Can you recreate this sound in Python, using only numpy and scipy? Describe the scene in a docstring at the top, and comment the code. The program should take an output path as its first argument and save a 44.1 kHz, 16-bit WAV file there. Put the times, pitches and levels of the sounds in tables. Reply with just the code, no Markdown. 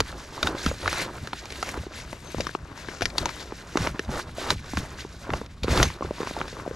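"""A lake bank: a folding tripod is pushed into a stiff cloth bag, just below a body-worn microphone.
Cloth sticks and slips over the tubes, so the weave hisses and folds pop; a seam rasps, thin whistles
come and go. Legs and clamps knock and ring, clamps and zip pulls tick, bag and feet thump softly.
Wind and jolts through the body rumble in the microphone."""
import sys
import numpy as np
from scipy import signal
from scipy.fft import rfft, irfft, next_fast_len
from scipy.io import wavfile
from scipy.ndimage import uniform_filter1d

SR = 44100
rng = np.random.default_rng(int(sys.argv[2]) if len(sys.argv) > 2 else 0)


def dump_mix(stems):
    """Bounce the given channels to the path in sys.argv[1] as a 16-bit WAV at rate SR."""
    frames = np.atleast_2d(stems).T  # one column per channel
    limited = np.clip(frames, -1, 1)  # hard clip at full scale
    pcm = np.round(limited * 32767).astype(np.int16)
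    wavfile.write(sys.argv[1], SR, pcm)


N = 298027
TIME_S = np.arange(N) / SR


def undb(db):
    return 10 ** (np.asarray(db) / 20)


def unit_rms(x):
    return x / np.sqrt(np.mean(x ** 2))


def curve(points):
    return np.interp(TIME_S, *np.transpose(points))


def band(x, lo_hz, hi_hz, order=2):
    return signal.sosfilt(signal.butter(order, [lo_hz, hi_hz], "band", fs=SR, output="sos"), x)


def colour(x, spectrum):
    """Filter by (freq_hz, gain_db) points; unit RMS."""
    hz, db = np.transpose(spectrum)
    size = next_fast_len(N)
    bins_hz = np.maximum(np.arange(size // 2 + 1) * SR / size, 1)
    gain = undb(np.interp(np.log(bins_hz), np.log(hz), db))
    return unit_rms(irfft(rfft(x, size) * gain, size)[:N])


def ring(x, hz, t60_s):
    """One decaying mode."""
    r, w = np.exp(-np.log(1000) / (t60_s * SR)), 2 * np.pi * hz / SR
    return signal.lfilter([np.sin(w)], [1, -2 * r * np.cos(w), r * r], x)


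def wander(rate_hz):
    """Random steps, smoothed twice; unit RMS."""
    hold = int(SR / rate_hz)
    steps = np.repeat(rng.standard_normal(N // hold + 1), hold)
    return unit_rms(uniform_filter1d(uniform_filter1d(steps, hold), hold)[:N])


# freq_hz, gain_db
RUMBLE_SPECTRUM = [(15, -8), (59, 6), (150, -2.5), (300, -12), (600, -70)]
# peak_s, level_db
JOLTS = [(0.0, -27.5), (.45, -29), (0.676, -25), (0.851, -33), (1.23, -32), (1.78, -34), (2.39, -27),
         (3.04, -34), (3.22, -28), (3.81, -25.5), (3.91, -39), (4.092, -29.5), (4.519, -28.5),
         (4.785, -28.5), (5.33, -27.5), (5.64, -29.5), (5.72, -20.5), (5.798, -15.5), (6.05, -28.5),
         (6.25, -32)]


def wind_and_jolts(wind_db=-44.5, rise_s=0.032, fall_db_per_s=185):
    """Gusty microphone rumble: wind plus jolts through the body that rise fast and die away."""
    power = np.full(N, undb(wind_db) ** 2)
    for peak_s, level_db in JOLTS:
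        since_s = TIME_S - peak_s
        rise = np.clip(1 + since_s / rise_s, 0, 1)
        power += (rise * undb(level_db - fall_db_per_s * np.maximum(since_s, 0))) ** 2
    return colour(rng.standard_normal(N), RUMBLE_SPECTRUM) * np.sqrt(power) * undb(2 * wander(23))


# start_s, end_s, pitch_hz, level_db; the last row is a struck ring, not a whistle
WHISTLES = [(0.69, 0.75, 6700, -38), (0.80, 1.08, 10500, -45), (1.96, 2.03, 10200, -46),
            (2.24, 2.36, 6350, -42), (5.83, 5.89, 6260, -29)]


def whistles(sag_per_s=0.14):
    """Thin, rough tones that sag a little and fade; the same shape gives a brief ring near 5.8 s."""
    out = np.zeros(N)
    for start_s, end_s, pitch_hz, level_db in WHISTLES:
        progress = np.clip((TIME_S - start_s) / (end_s - start_s), 0, 1)
        glide_hz = pitch_hz * (1 - sag_per_s * (end_s - start_s) * progress)
        tone = np.sin(2 * np.pi * np.cumsum(glide_hz) / SR)
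        out += tone * (1 + wander(300) / 3) * np.sqrt(progress) * (1 - progress) * undb(level_db)
    return out


# start_s, end_s, from_hz, to_hz, level_db
SEAM_RASP = (0.94, 1.05, 3700, 4500, -35)


def seam_rasp():
    """A seam scrapes a tube: a rough band climbs as it speeds up, over a stronger one an octave down."""
    start_s, end_s, from_hz, to_hz, level_db = SEAM_RASP
    progress = np.clip((TIME_S - start_s) / (end_s - start_s), 0, 1)
    phase = 2 * np.pi * np.cumsum(from_hz + (to_hz - from_hz) * progress) / SR
    scrape = np.sin(phase) * wander(1500) + 1.5 * np.sin(phase / 2 + 1) * wander(1500)
    return scrape * np.sin(np.pi * progress) * undb(level_db)


# time_s, hiss_db
RESTING_RUSTLE = [(0, -49), (2.15, -50), (2.21, -53.5), (2.45, -44), (2.52, -56), (2.78, -50),
                  (5.44, -51.5), (5.48, -56.5), (5.61, -60), (5.66, -48), (6.76, -48.5)]
# start_s, stop_s, hiss_db, pops_db
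DRAGS = [(0.154, 0.239, -42, -42), (0.335, 0.52, -41, -33), (0.48, 0.685, -39.5, -37),
         (0.742, 0.935, -38, -34), (0.902, 1.025, -34, -34.5), (1.002, 1.28, -55, -48),
         (1.297, 1.587, -47, -48), (1.58, 1.774, -42, -38), (1.9, 1.986, -40.5, -41),
         (2.625, 2.91, -56, -70), (3.107, 3.285, -43.5, -37.5), (3.31, 3.426, -48, -42),
         (3.704, 3.892, -39.5, -36.5), (4.065, 4.198, -37.5, -30), (4.338, 4.514, -36.5, -33.5),
         (4.624, 4.844, -39.5, -45.5), (4.966, 5.008, -40, -54), (5.086, 5.236, -50, -68),
         (5.28, 5.374, -41.5, -39.5), (5.661, 5.817, -24.5, -23), (6.122, 6.286, -41, -40.5),
         (6.35, 6.456, -47, -37)]


def drag_envelopes(attack_s=0.0082, swell_share=0.54, fall_db_per_s=346, rest_pops_db=3):
    """Gains of hiss and pops: each drag of cloth swells and stops short, over a faint rustle."""
    rest_db = curve(RESTING_RUSTLE)
    power = undb([rest_db, rest_db + rest_pops_db]) ** 2
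    for start_s, stop_s, hiss_db, pops_db in DRAGS:
        rise = np.clip((TIME_S - start_s) / (attack_s + swell_share * (stop_s - start_s)), 0, 1)
        fall = undb(-fall_db_per_s * np.maximum(TIME_S - stop_s, 0))
        power += np.outer(undb([hiss_db, pops_db]), rise * fall) ** 2
    return np.sqrt(power)


def stick_slip(rate_hz, spread_db, tail_s, jump_db):
    """Noise that jumps at each random release and decays back."""
    releases = rng.random(N) < rate_hz / SR
    jumps = releases * undb(jump_db + spread_db * np.minimum(rng.exponential(size=N), 3))
    tails = signal.lfilter([1], [1, -np.exp(-1 / (tail_s * SR))], jumps)
    return unit_rms(rng.standard_normal(N) * (1 + tails))


# freq_hz, gain_db
WEAVE_SPECTRUM = [(880, -61), (1500, -4.5), (2520, -9.5), (3400, -11), (3670, -8.5), (6430, -13.5),
                  (8250, -18), (11900, -26.5), (15000, -32)]


def cloth(hiss_gain, pops_gain):
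    """The weave hisses and crackles in independent bands; folds of several sizes pop lower down."""
    edges_hz = 800, 1900, 3100, 4700, 7500, 18000
    weave, folds = np.zeros((2, N))
    for lo_hz, hi_hz in zip(edges_hz, edges_hz[1:]):
        crackle = stick_slip(rate_hz=60, spread_db=3, tail_s=0.0022, jump_db=0)
        weave += band(crackle, lo_hz, hi_hz) * undb(1.3 * wander(16))
    for fold_hz in 361, 576, 1028, 1360:
        pops = stick_slip(rate_hz=25, spread_db=2.5, tail_s=0.00091, jump_db=11.5)
        folds += unit_rms(ring(pops, fold_hz, t60_s=6 / fold_hz))
    hiss = colour(weave, WEAVE_SPECTRUM) * hiss_gain * undb(3.05 * wander(30))
    return hiss + unit_rms(folds) * pops_gain * undb(3 * wander(30))


# pitch_hz, t60_s, level_db
TUBE_MODES = [(3920, 0.029, -2.5), (4540, 0.0026, 3), (5630, 0.0028, 2.5)]


def blow(start_s, body_db, thud_db, snap_db, rattle_s, body_hz, thud_hz=None):
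    """A sharp contact and brief rattle ring a body note, a hollow thud and the tubes."""
    t = np.arange(4096) / SR
    force = rng.standard_normal(len(t)) * np.exp(-t / rattle_s)
    force[:5] += undb(10) * np.hanning(5)  # first contact
    grip = rng.standard_normal((len(TUBE_MODES) + 1, 2))  # shifts each mode's pitch and level
    tubes = sum(unit_rms(ring(force, hz * (1 + 0.044 * detune), t60_s)) * undb(db + 10 * lift)
                for (hz, t60_s, db), (detune, lift) in zip(TUBE_MODES, grip))
    thud = ring(force, thud_hz or 600 * 2 ** (0.46 * grip[-1, 0]), t60_s=0.018)
    body = ring(force, body_hz, t60_s=0.0067)

    def radiate(ringing, lo_hz, hi_hz):
        bare = unit_rms(band(force, lo_hz, hi_hz, order=3))
        return unit_rms(band(ringing, lo_hz, hi_hz)) + undb(-3) * bare

    parts = [(radiate(body, 700, 2300), body_db),
             (radiate(thud, 150, 1000), thud_db),
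             (radiate(tubes, 2900, 7500), snap_db),
             (band(force, 6500, 10500, order=3), snap_db - 13.5)]
    hit = sum(part / np.abs(part).max() * undb(peak_db) for part, peak_db in parts)
    return np.pad(hit, (int(start_s * SR), N))[:N]


# start_s, level_db, pitch_hz
THUMPS = [(0.712, -17.5, 550), (1.773, -22.5, 466), (1.865, -25, 394), (2.344, -17, 516), (2.382, -19, 280),
          (2.4, -16, 596), (3.52, -24, 390), (3.754, -11.5, 354), (3.943, -23.5, 324), (4.089, -23, 230),
          (4.381, -21.5, 680), (4.522, -23, 480), (4.733, -17.5, 278), (4.773, -20.5, 262),
          (5.047, -23.5, 433), (5.291, -19.5, 610), (5.642, -15.5, 497), (5.413, -18.5, 420),
          (6.007, -18, 560), (6.022, -16.5, 1090), (6.046, -22.5, 433), (6.107, -15.5, 605),
          (6.202, -17.5, 470), (6.308, -21, 1090), (6.364, -18.5, 880), (6.526, -28.5, 490),
          (6.661, -22, 700), (6.675, -17.5, 550), (6.709, -21.5, 487)]


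def thumps(delay_s=0.00197):
    """Soft blows of bag and feet; each sounds a moment after its listed time."""
    return sum(blow(start_s + delay_s, body_db=db - 20, thud_db=db, snap_db=db - 33,
                    rattle_s=0.0018, body_hz=2 * hz, thud_hz=hz) for start_s, db, hz in THUMPS)


# start_s, level_db, rattle_s
TICKS = [(1.154, -37, .002), (1.456, -25, .002), (1.5043, -28, .002), (1.5233, -23.5, 0.0017),
         (2.406, -17, 0.0036), (3.024, -17.5, 0.0079), (3.101, -30.5, 0.0045), (5.462, -35, 0.0025),
         (5.633, -22.5, 0.0093), (6.388, -31, 0.0025), (6.48, -30, 0.0042)]


def ticks():
    """Bright, light blows of clamps and zip pulls."""
    return sum(blow(start_s, body_db=db - 4.5, thud_db=db - 9, snap_db=db,
                    rattle_s=rattle_s, body_hz=2400) for start_s, db, rattle_s in TICKS)


# start_s, body_db, thud_offset_db, snap_offset_db, body_hz
KNOCKS = [(0.0034, -7, -8, 0, 1240), (0.429, -11, -7.5, -0.5, 1430), (0.4714, -10, -11, -4.5, 1430),
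          (0.6623, -12.5, 0, -2.5, 1500), (0.8592, -13.5, -18, -19, 1280), (0.8776, -9, -16, -6.5, 1610),
          (0.929, -14.5, -12, -3.5, 1450), (1.273, -21.5, -9, -4, 1730), (1.3318, -16, -6, -10.5, 1230),
          (1.6275, -14.5, -3.5, -1.5, 1360), (2.1291, -23, -2, -10, 1100), (2.4684, -12, -5, -13, 1180),
          (2.492, -23, -6, -21, 1650), (2.5504, -13, -6.5, -32, 1180), (2.886, -20, -5, -11, 1590),
          (3.0094, -17.5, -3.5, -4.5, 1530), (3.02, -14.5, 1, -3, 1550), (3.0556, -11, -10.5, 2.5, 1960),
          (3.1817, -17.5, -7, 10.5, 1120), (3.257, -14, -10, 1.5, 1060), (3.2916, -22, -21, -1.5, 1010),
          (3.7723, -10, -6, -5, 1140), (3.8714, -12.5, -4, -12.5, 960), (3.9937, -13, -4.5, -6.5, 1810),
          (4.5043, -10, -15, 4.5, 1370), (4.7718, -12, -13.5, -6, 1520), (5.3038, -17, -18, -16, 1250),
          (5.336, -13, -0.5, -11.5, 970), (5.6814, -16, 2.5, -15, 1070), (5.775, -13, -8, 1, 1320),
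          (5.8005, -7, -2, -21, 1320), (5.8287, -4.5, -13, 3, 1850), (5.9024, -21.5, -6, -22, 1010),
          (6.231, -18.5, -1.5, -12, 1190), (6.272, -18.5, -4.5, -20, 1050),
          (6.4142, -11.5, -11.5, -24, 1290)]


def knocks(max_rattle_s=0.0032, db_per_doubling=18):
    """Legs and clamps strike; brighter blows rattle longer, up to a limit."""
    out = np.zeros(N)
    for start_s, body_db, thud_offset_db, snap_offset_db, body_hz in KNOCKS:
        rattle_s = max_rattle_s * 2 ** (min(snap_offset_db, 0) / db_per_doubling)
        out += blow(start_s, body_db, body_db + thud_offset_db, body_db + snap_offset_db,
                    rattle_s, body_hz)
    return out


# time_s, left_minus_right_db
GEAR_PAN = [(0, -1), (1.9, -0.5), (2.2, 5), (3.4, 4), (3.6, -1), (6.4, 0), (6.76, 4.5)]


def scene():
    """Gear panned as it is held; body and ground scatter its sound unequally to the two ports."""
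    hiss_gain, pops_gain = drag_envelopes()
    gear = cloth(hiss_gain, pops_gain) + knocks() + thumps() + ticks() + whistles() + seam_rasp()
    scatter = band(rng.standard_normal(2048) * np.exp(-TIME_S[:2048] / 0.0047), 1120, 3300, order=1)
    side = undb(-16.5) * signal.fftconvolve(gear, scatter / np.linalg.norm(scatter))[:N]
    side += undb(-20) * band(rng.standard_normal(N), 9000, 14000) * hiss_gain  # wide treble rustle
    side -= 0.32 * np.gradient(gear)  # left port lags slightly
    side += np.tanh(curve(GEAR_PAN) * np.log(10) / 40) * band(gear, 500, 12000, order=1)
    side += undb(-28) * wind_and_jolts()
    mid = gear + wind_and_jolts()
    return np.array([mid + side, mid - side])


def record(dry, rolloff_hz=13500, cutoff_hz=15750):
    """Microphone treble roll-off, soft clipping, steep low-pass."""
    dull = signal.sosfilt(signal.butter(8, rolloff_hz, fs=SR, output="sos"), dry)
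    return signal.sosfilt(signal.ellip(10, .2, 80, cutoff_hz, fs=SR, output="sos"), np.tanh(dull))


dry = scene()
out = record(dry)
dump_mix(out)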